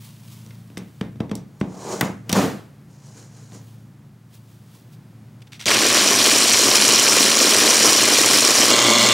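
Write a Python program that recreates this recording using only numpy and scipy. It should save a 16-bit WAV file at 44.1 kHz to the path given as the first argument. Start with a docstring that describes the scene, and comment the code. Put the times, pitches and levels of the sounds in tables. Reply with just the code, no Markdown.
"""Nut chopper on a wooden table

A hand taps the lid, the plastic bowl slides, the motor unit snaps in and the button creaks: shaped noise and a thud.
Then the blade flings nut pieces at the wall: random impacts through resonances, over a hum at multiples of the turning
rate. At the end the nuts are fine meal and the motor whines. Low tones over room noise stand for an appliance's drone
and swell with the low ring of the table at the hits near 1.2 and 2.4 s; the sound is nearly mono.
"""
import sys
import numpy as np
from scipy import signal
from scipy.fft import rfft, irfft, next_fast_len
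from scipy.io import wavfile
from scipy.ndimage import uniform_filter1d, map_coordinates

SR = 44100
rng = np.random.default_rng(int(sys.argv[2]) if len(sys.argv) > 2 else 0)


def dump(signal):
    """Clip the signal to [-1, 1] and save it as 16-bit WAV at the path in sys.argv[1]."""
    limited = np.clip(np.atleast_2d(signal).T, -1, 1)
    pcm = np.round(limited * 32767).astype(np.int16)
    wavfile.write(sys.argv[1], SR, pcm)


N = 402633
T = np.arange(N) / SR  # time of each sample in seconds

# The chopper in coarse pieces, then in fine meal. Each row: time in seconds, rattle, tumble and knocks in dB.
COARSE_LEVELS = [(5.662, -18.5, -25, -28), (5.68, -19.5, -25, -17), (5.8, -16.5, -23, -22),
                 (6.3, -14.5, -23.5, -26), (7.2, -14.5, -22.5, -27.5), (8, -14.5, -22.5, -24),
                 (8.71, -14.5, -21.5, -25.5)]
MEAL_LEVELS = [(8.71, -15, -21.5, -46), (9.13, -14.5, -20.5, -27)]
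# Resonances of the bowl wall, the gear housing and the lid. Each row: centre in Hz, width in Hz, lift in dB.
WALL_MODES = [(2415, 96, 7), (3055, 310, 5.5), (4130, 210, 4.5), (5216, 196, 3), (5920, 290, 4.5),
              (6850, 500, 5.5), (8340, 480, 4.5), (10075, 158, 6)]
HOUSING_MODES = [(2180, 300, -0.5), (2790, 53, 9), (3420, 370, 3), (4290, 150, 8), (5450, 290, 5),
                 (6530, 220, 5.5), (7300, 540, 4.5), (9140, 200, 6), (14240, 300, 14.5)]
LID_MODES = [(2086, 67, 4), (3140, 150, 0.5), (3650, 220, 4.5), (5840, 370, 6.5), (8100, 570, 4)]
# Colours of the rattle and the tumble. Each row: frequency in Hz, relative level in dB per Hz.
COARSE_RATTLE = [(760, -51), (1300, -9), (3500, -6), (5830, 0), (6340, -7.5), (7040, -5), (10300, -11.5),
                 (15700, -22)]
MEAL_RATTLE = [(760, -41.5), (1300, -8.5), (1870, -11.5), (2190, 0), (2590, -13), (3390, -2), (3800, -7),
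               (7410, -9), (15700, -36)]
COARSE_TUMBLE = [(15, -61), (25, -63), (80, -96), (91, -43), (112, -6), (151, -15), (212, -3.5), (296, 3.5),
                 (633, -0.5), (854, -6.5), (1090, 0), (1700, -18), (2210, -19), (3740, -120)]
MEAL_TUMBLE = [(15, -68), (25, -38), (80, -42), (114, -8), (165, -19), (231, 6), (266, -2.5), (600, -2),
               (782, -6.5), (1060, -4), (1700, -20), (2210, -64), (3740, -120)]
# Hum of the motor under load, then in meal. Each row: multiple of the turning rate, rms level in dB before wavering.
LOADED_ORDERS = [(1, -47.5), (2, -36.5), (10, -42)]
FREE_ORDERS = [(1, -35), (2, -32.5), (3, -32.5), (5, -30.5), (9, -30), (10, -31), (17, -31.5), (19, -39),
               (24, -36), (27, -34), (36, -40), (120, -55)]
# Taps and snaps. Each row: start in seconds, crack peak in dB, thud peak in dB, crack length in seconds,
# crack centre in Hz, treble edge in dB.
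TAPS = [(.462, -40, -40, 0.0032, 4640, -16), (.506, -37, -44, 0.0052, 1950, -22),
        (.70, -44, -34.5, .003, 1900, -20), (.771, -21.5, -21, 0.003, 1950, -33),
        (.777, -28, -50, 0.0021, 5700, -17), (.787, -35, -26.5, 0.0018, 5500, -12),
        (1.0105, -20, -14, 0.00318, 1480, -37), (1.156, -45, -32, 0.0047, 1540, -29.5),
        (1.2025, -22.5, -10.5, 0.0053, 1530, -32), (1.294, -37, -29, .004, 2090, -25),
        (1.3125, -23, -14, 0.0049, 1890, -18), (1.353, -21.5, -26, 0.0018, 6130, -21),
        (1.599, -43, -47, 0.0095, 6400, -7), (1.611, -16.5, -9, 0.0032, 1250, -34.5),
        (2.0095, -5, -14, 0.0062, 1330, -8), (2.026, -26, -12, 0.0034, 1040, -19),
        (2.097, -45, -22.5, .003, 1260, -17.5), (2.293, -15, -21, 0.0084, 3150, -1),
        (2.316, -19, -40, 0.0031, 3680, -8), (2.327, -5.5, -10, 0.0044, 3500, -1.5),
        (3.519, -41, -34.5, 0.0023, 2000, -16), (4.75, -46, -54, .003, 5860, -16),
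        (5.657, -6.5, -28, 0.0018, 4080, -4)]
# Button creaks. Each row: start in seconds, peak in dB, length in seconds.
CREAKS = [(5.405, -50.5, 0.0033), (5.418, -39, .008), (5.469, -43.5, 0.013), (5.519, -35.5, .012),
          (5.53, -28.5, 0.0045), (5.537, -36.5, 0.038), (5.593, -30, 0.024), (5.602, -27, .004),
          (5.61, -24.5, 0.0069), (5.62, -28, 0.015), (5.637, -31, 0.012)]
# Resonances of the table top. Each row: centre in Hz, width in Hz, relative level in dB.
TABLE_MODES = [(122, 8, -5), (190, 103, -0.5), (186.3, 7.6, 4.5), (206.6, 6.5, 2), (274, 19, -4),
               (434, 27, -7), (620, 45, -20.5), (947, 187, -33), (1200, 180, -33)]
# Pushes of the bowl over the table. Each row: peak time, rise and fall in seconds (over 20 dB),
# then hiss, drag and table boom in dB.
PUSHES = [(1.93, 0.2, 0.16, -34.5, -29.5, -31.5), (2.049, 0.088, 0.075, -39, -28.5, -28),
          (2.3, 0.0099, .08, -44, -35, -28.5), (2.365, 0.042, .12, -28, -21, -14),
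          (2.428, 0.099, 0.097, -44, -39, -17.5), (2.91, .04, .3, -60, -63, -62),
          (3.07, 0.13, 0.253, -52.5, -56, -63), (3.18, 0.086, .22, -48.5, -57, -47),
          (3.37, .1, .4, -53, -70, -50.5), (3.55, .07, 0.094, -47.5, -51, -44)]
# Brushes of a sleeve and fingers. Each row: peak time in seconds, fall in seconds (over 20 dB, sign ignored), level in dB.
BRUSHES = [(.054, 0.2, -45.5), (.2, 0.06, -55), (.326, 0.28, -46.5), (.476, -0.5, -60), (.52, 0.7, -59),
           (.688, 0, -58), (.82, 0.8, -60), (.906, .15, -65), (.99, 0.3, -61), (3.69, 0.23, -55),
           (4.35, 0.06, -49.5), (4.515, 0.4, -58), (4.55, 0, -60), (4.64, 0.5, -67), (4.754, 0.2, -53.5),
           (4.934, 0.05, -53.5)]
# Colours of the plastic foot, its drag and the cloth. Each row: frequency in Hz, relative level in dB per Hz.
FOOT_HISS = [(880, -29.5), (1500, -0.5), (2550, -11.5), (3100, -9), (3390, -9.5), (4420, -3), (6740, 0.5),
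             (8710, -7), (15700, -23.5)]
DRAG_COLOUR = [(210, -31.5), (350, 2), (522, -2), (835, -3.5), (937, -4), (1200, -8), (1620, -35),
               (2200, -39), (2860, -48.5), (4840, -120)]
CLOTH_COLOUR = [(410, -39), (700, -18.5), (920, 2.5), (1240, -2), (1380, -6.5), (2290, -1.5), (3170, 1.5),
                (15100, -5), (15700, 1)]
# Low tones of the appliance and the table. Each row: frequency in Hz, level in dB against the swell.
LOW_TONES = [(85, -17), (113, -1), (140.5, -3), (169, -12), (197, -12), (215, -11)]
# Level of the low tones: the drone, swelling with the low ring of the table at the hits near 1.2 and 2.4 s.
# Each row: time in seconds, level in dB.
LOW_TONE_SWELL = [(0.0, -38), (0.2, -43.5), (0.5, -40.5), (0.8, -47), (1.18, -34.5), (1.4, -46),
                  (2.07, -50.5), (2.43, -34), (2.7, -48.5), (3.06, -43.5), (4.55, -46), (5.12, -44.5),
                  (5.5, -49)]
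# Colour of the room noise. Each row: frequency in Hz, relative level in dB per Hz.
AIR_COLOUR = [(18, -57), (30, -32), (86, -19), (127, -4.5), (214, -13), (457, -28), (904, -32),
              (1570, -35.5), (2140, -38.5), (2640, -41.5), (15700, -50.5)]
# How long the room rings. Each row: frequency in Hz, time to fall by 60 dB in seconds.
ROOM_DECAY = [(100, 0.55), (500, 0.37), (2000, 0.39), (10000, .15)]
# Stereo width of the room and hands, then of the chopper. Each row: frequency in Hz, side minus mid in dB.
NEAR_WIDTH = [(30, -30), (100, -36), (300, -19), (1000, -14.5), (3500, -21), (5000, -31), (15000, -38)]
CHOPPER_WIDTH = [(120, -62), (220, -34), (500, -24.5), (1000, -29), (1300, -104), (15000, -65)]

LOADED_HZ, FREE_HZ = 110.5, 117.5  # turns of the shaft per second
PATCH_HZ, PATCH_S = 900, .02  # size of the patches of colour as the load tumbles
CREAK_HZ, CREAK_EDGE_DB = 2900, -26
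# After each tap the bowl shifts: level against the thud, and times over 20 dB.
SHIFT_DB, SHIFT_RISE_S, SHIFT_FALL_S = -25, 0.0086, 0.09
BOOM_LINGERS = 1.37  # the table top dies away this many times slower than the push
BRUSH_RISE = 0.9  # rise time over fall time
AIR_DB = -48.5  # room noise, before its slow wobble
TOP_HZ = 15750  # nothing is heard above this


def chopper():
    """First the coarse nuts brake the motor, then it runs freer in the meal."""
    coarse = grinding(COARSE_LEVELS, COARSE_RATTLE, WALL_MODES, COARSE_TUMBLE, LOADED_HZ, LOADED_ORDERS,
                      pieces_per_s=1500, beat=0.06, drift=2.88)
    meal = grinding(MEAL_LEVELS, MEAL_RATTLE, HOUSING_MODES, MEAL_TUMBLE, FREE_HZ, FREE_ORDERS,
                    pieces_per_s=2500, beat=0.2, drift=0.02)
    return coarse + meal


def grinding(levels, rattle, lifts, tumble, shaft_hz, orders, pieces_per_s, beat, drift):
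    """Nut pieces strike the wall, harder once a turn; the shaft hums at multiples of its turning rate."""
    rattle_gain, tumble_gain, knock_gain = curves(levels)
    turn = 2 * np.pi * shaft_hz * T + drift * wobble(6)  # shaft angle in radians
    swell = amp(0.45 * wobble(18)) * (1 + beat * np.cos(turn))

    # large chips strike dull, small ones tick bright, sharp cracks fill every band
    cracks = .5 * strikes(500, 1.5, 0.00028)
    dull = strikes(pieces_per_s, 2.2, .0007)
    bright = strikes(pieces_per_s, 2.2, .0005)
    chips = filtered(bright - dull, lambda f: f > 4700) + dull  # bright above 4700 Hz, dull below
    impacts = chips + cracks + 0.58 * rng.standard_normal(N)
    wall = coloured(patchy(swell * impacts, depth_db=1.16), rattle, lifts)

    heavy = cracks + strikes(900, 0.43, 0.0026)
    lumps = coloured(patchy(swell * heavy, depth_db=1.14), tumble)
    flying = knocks(900, centre_hz=2821, octaves=0.85, cycles=2.6, spread_db=1.4)

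    hum = 0
    for multiple, db in orders:
        level = amp(db + 1.8 * wobble(16)) * np.sqrt(2)  # root 2 turns rms into peak
        hum = hum + level * np.sin(multiple * turn + .6 * wobble(20))
    running = (T >= levels[0][0]) * (T <= levels[-1][0])
    return rattle_gain * wall + tumble_gain * lumps + knock_gain * flying + running * hum


def knocks(per_s, centre_hz, octaves, cycles, spread_db):
    """Flying pieces: each a damped ring at a pitch of its own."""
    draw = rng.random((int(per_s * N / SR), 3))
    when, pitch, size = draw[:, :1], draw[:, 1:2], draw[:, 2:]
    hz = centre_hz * 2 ** (octaves * (2 * pitch - 1))
    t = np.arange(256) / SR
    strength = amp(-spread_db * np.log(size)) * np.sqrt(hz)
    ring = strength * np.exp(-t * hz / cycles) * np.sin(2 * np.pi * hz * t)
    at = (when * N).astype(int) + np.arange(256)
    return unit(np.bincount(at.ravel(), ring.ravel(), N + 256)[:N])


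def patchy(x, depth_db):
    """The tumbling load: x under random patches of gain in time and frequency."""
    z = signal.stft(x, nperseg=256)[2]
    tall = max(round(PATCH_HZ * 256 / SR), 1)
    wide = max(round(PATCH_S * SR / 128), 1)
    field = uniform_filter1d(rng.standard_normal(z.shape), tall, 0)
    field = uniform_filter1d(field, wide, 1)
    return signal.istft(z * amp(depth_db * unit(field)), nperseg=256)[1][:N]


def handling():
    """Each tap cracks in the plastic, pushes the table a moment later and echoes; the button creaks."""
    out = np.zeros(N + SR)

    def add(sound, start_s):
        out[round(start_s * SR):][:len(sound)] += sound

    push = np.zeros(SR // 8)
    push[round(.003 * SR)] = 1
    soft = lambda f: modes(TABLE_MODES)(f) / (1 + 1j * f / 550) ** 2  # a soft contact
    fade = np.cos(np.linspace(0, np.pi / 2, 2 * len(push)))
    wood = filtered(np.pad(push, (0, SR // 8)), soft) * fade
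    wood = wood / np.abs(wood).max()

    for s, crack_db, thud_db, length, hz, edge_db in TAPS:
        crack = burst(crack_db, length, hz, edge_db, rise=0.0022)
        thud = amp(thud_db) * wood
        # the walls return the average colour of the crack
        even = filtered(push, lambda f: body(hz)(f) + amp(edge_db - 6) * edge(f))
        even = even * np.linalg.norm(crack) / np.linalg.norm(even)
        echo = room(amp(-9.0) * even + amp(-6.0) * thud[:len(even)])
        add(crack, s)
        add(thud, s)
        add(echo, s)
    for s, db, length in CREAKS:
        add(burst(db, length, CREAK_HZ, CREAK_EDGE_DB, rise=0.0019), s)
    return out[:N]


def burst(db, length, hz, edge_db, rise):
    """A noise burst around one broad resonance; the sharp edge on top is over sooner."""
    t = np.arange(SR // 8) / SR

    def noise(seconds):
        return (1 - np.exp(-t / rise)) * np.exp(-(t / abs(seconds)) ** 2) * rng.standard_normal(len(t))

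    x = filtered(noise(length), body(hz)) + amp(edge_db) * filtered(noise(0.44 * length), edge)
    return amp(db) * x / np.abs(x).max()


def body(hz):
    """One broad resonance, falling away above, in the ringing lid."""
    return lambda f: modes([(hz, .9 * hz, 0)])(f) / (1 + .5j * f / hz) * lifted(LID_MODES)(f)


def edge(f):
    """The sharp edge of a crack: treble only, in the ringing lid."""
    return (1j * f / (5000 + 1j * f)) ** 2 / (1 + 1j * f / 11000) * lifted(LID_MODES)(f)


def sliding():
    """The bowl's foot hisses over the grain, rings the wall, drags and drives the table top; cloth brushes."""
    s, rise, fall, hiss_db, drag_db, boom_db = np.transpose(PUSHES)
    hiss_gain = strokes(s, rise, fall, hiss_db)
    boom_gain = strokes(s, rise, BOOM_LINGERS * fall, boom_db)
    tap_s, thud_db = np.array([(row[0], row[2]) for row in TAPS]).T
    same = np.ones(len(tap_s))
    shift_gain = strokes(tap_s + SHIFT_RISE_S, SHIFT_RISE_S * same, SHIFT_FALL_S * same, thud_db + SHIFT_DB)
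    drag_gain = strokes(s, rise, fall, drag_db) + shift_gain

    foot = coloured(strikes(6000, 1.5, 0.0023), FOOT_HISS, WALL_MODES)
    drag = coloured(strikes(2800, 1.3, 0.0024), DRAG_COLOUR)
    table = unit(filtered(rng.standard_normal(N), lambda f: modes(TABLE_MODES)(f) * 1j * f / (120 + 1j * f)))

    s, fall, db = np.transpose(BRUSHES)
    cloth = strokes(s, BRUSH_RISE * fall, fall, db) * coloured(strikes(6000, 1.1, 0.002), CLOTH_COLOUR)
    return hiss_gain * foot + drag_gain * drag + boom_gain * table + cloth


def strokes(peak_s, rise_s, fall_s, db):
    """Gain of a set of strokes, each climbing to its peak and falling away evenly in dB."""
    coarse = T[::32]
    ahead = coarse - np.reshape(peak_s, (-1, 1))
    rising, falling = -ahead / np.abs(rise_s)[:, None], ahead / np.abs(fall_s)[:, None]
    below = np.where(ahead < 0, rising, falling)  # in steps of 20 dB
    gains = amp(db[:, None] - 20 * np.minimum(below, 10))
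    return np.interp(T, coarse, np.sqrt(np.sum(gains ** 2, axis=0)))


def ambience():
    """Room noise and low tones: an appliance's drone, swelling with the table's low ring at two groups of hits."""
    s, db = np.transpose(LOW_TONE_SWELL)
    tones = 0
    for hz, level in LOW_TONES:
        tones = tones + amp(level + 1.9 * wobble(3.2)) * np.sin(2 * np.pi * hz * T + 0.87 * wobble(3))
    air = amp(AIR_DB + wobble(2.1)) * coloured(rng.standard_normal(N), AIR_COLOUR)
    return amp(np.interp(T, s, db)) * tones + air


def room(x):
    """Each frequency of the room's answer dies at its own speed."""
    hz, t, z = signal.stft(rng.standard_normal(SR // 2), SR, nperseg=256)
    decay = amp(-60 * t / along(ROOM_DECAY, hz)[:, None])
    tail = signal.istft(z * decay, SR, nperseg=256)[1]
    return signal.fftconvolve(np.pad(x, (120, 0)), tail / np.linalg.norm(tail))


def strikes(per_s, spread_db, burst_s):
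    """Random impacts of uneven size, each a short noise burst."""
    sizes = (rng.random(N) < per_s / SR) * amp(spread_db * rng.exponential(size=N))
    fading = signal.lfilter([1], [1, -np.exp(-1 / (burst_s * SR))], sizes)
    return unit(fading * rng.standard_normal(N))


def coloured(x, spectrum, lifts=()):
    """x with a spectrum, raised at each resonance, at rms 1."""
    return unit(filtered(x, lambda f: amp(along(spectrum, f)) * lifted(lifts)(f)))


def resonance(f, centre, width):
    """Response of one resonance, 1 at its centre."""
    return 1j * f * width / (centre * centre - f * f + 1j * f * width)


def modes(table):
    """Response of a set of resonances, each ringing only after it is struck."""
    return lambda f: sum(amp(db) * resonance(f, c, w) for c, w, db in table)


def lifted(table):
    """A flat response raised at each resonance."""
    return lambda f: 1 + sum((amp(db) - 1) * resonance(f, c, w) for c, w, db in table)


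def filtered(x, response):
    """x times a complex response of frequency."""
    m = next_fast_len(x.shape[-1] + SR // 4)
    return irfft(rfft(x, m) * response(np.fft.rfftfreq(m, 1 / SR)), m)[..., :x.shape[-1]]


def wobble(rate):
    """A smooth random curve, with rate random points a second."""
    return map_coordinates(rng.standard_normal(int(N * rate / SR) + 4), [T * rate])


def curves(levels):
    """One gain per sample for each dB column, practically silent outside the rows' times."""
    s, *columns = np.transpose(levels)
    return np.array([amp(np.interp(T, s, db, -200, -200)) for db in columns])


def along(points, hz):
    """Value at each frequency, read between (Hz, value) points on a log axis."""
    f, v = np.transpose(points)
    return np.interp(np.log(hz + 1), np.log(f + 1), v)


def amp(db):
    """Decibels to a plain gain."""
    return 10 ** (np.asarray(db) / 20)


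def unit(x):
    """x scaled to an rms of 1."""
    return x / np.sqrt(np.mean(x ** 2) + 1e-20)


def scene():
    """The mix, with a faint diffuse difference between the channels."""
    near = handling() + sliding() + ambience()
    machine = chopper()
    near_side = filtered(room(near)[:N], lambda hz: amp(along(NEAR_WIDTH, hz)))
    machine_side = filtered(room(machine)[:N], lambda hz: amp(along(CHOPPER_WIDTH, hz)))
    mid, side = near + machine, near_side + machine_side
    return np.array([mid + side, mid - side])


def record(dry):
    """The loudest peaks round off; the microphone loses the deep bass; nothing passes above the band limit."""
    rounded = dry / (1 + np.abs(dry / .8) ** 6) ** (1 / 6)
    return filtered(rounded, lambda hz: (hz < TOP_HZ) * (1j * hz / (45 + 1j * hz)) ** 2)


dry = scene()
out = record(dry)
dump(out)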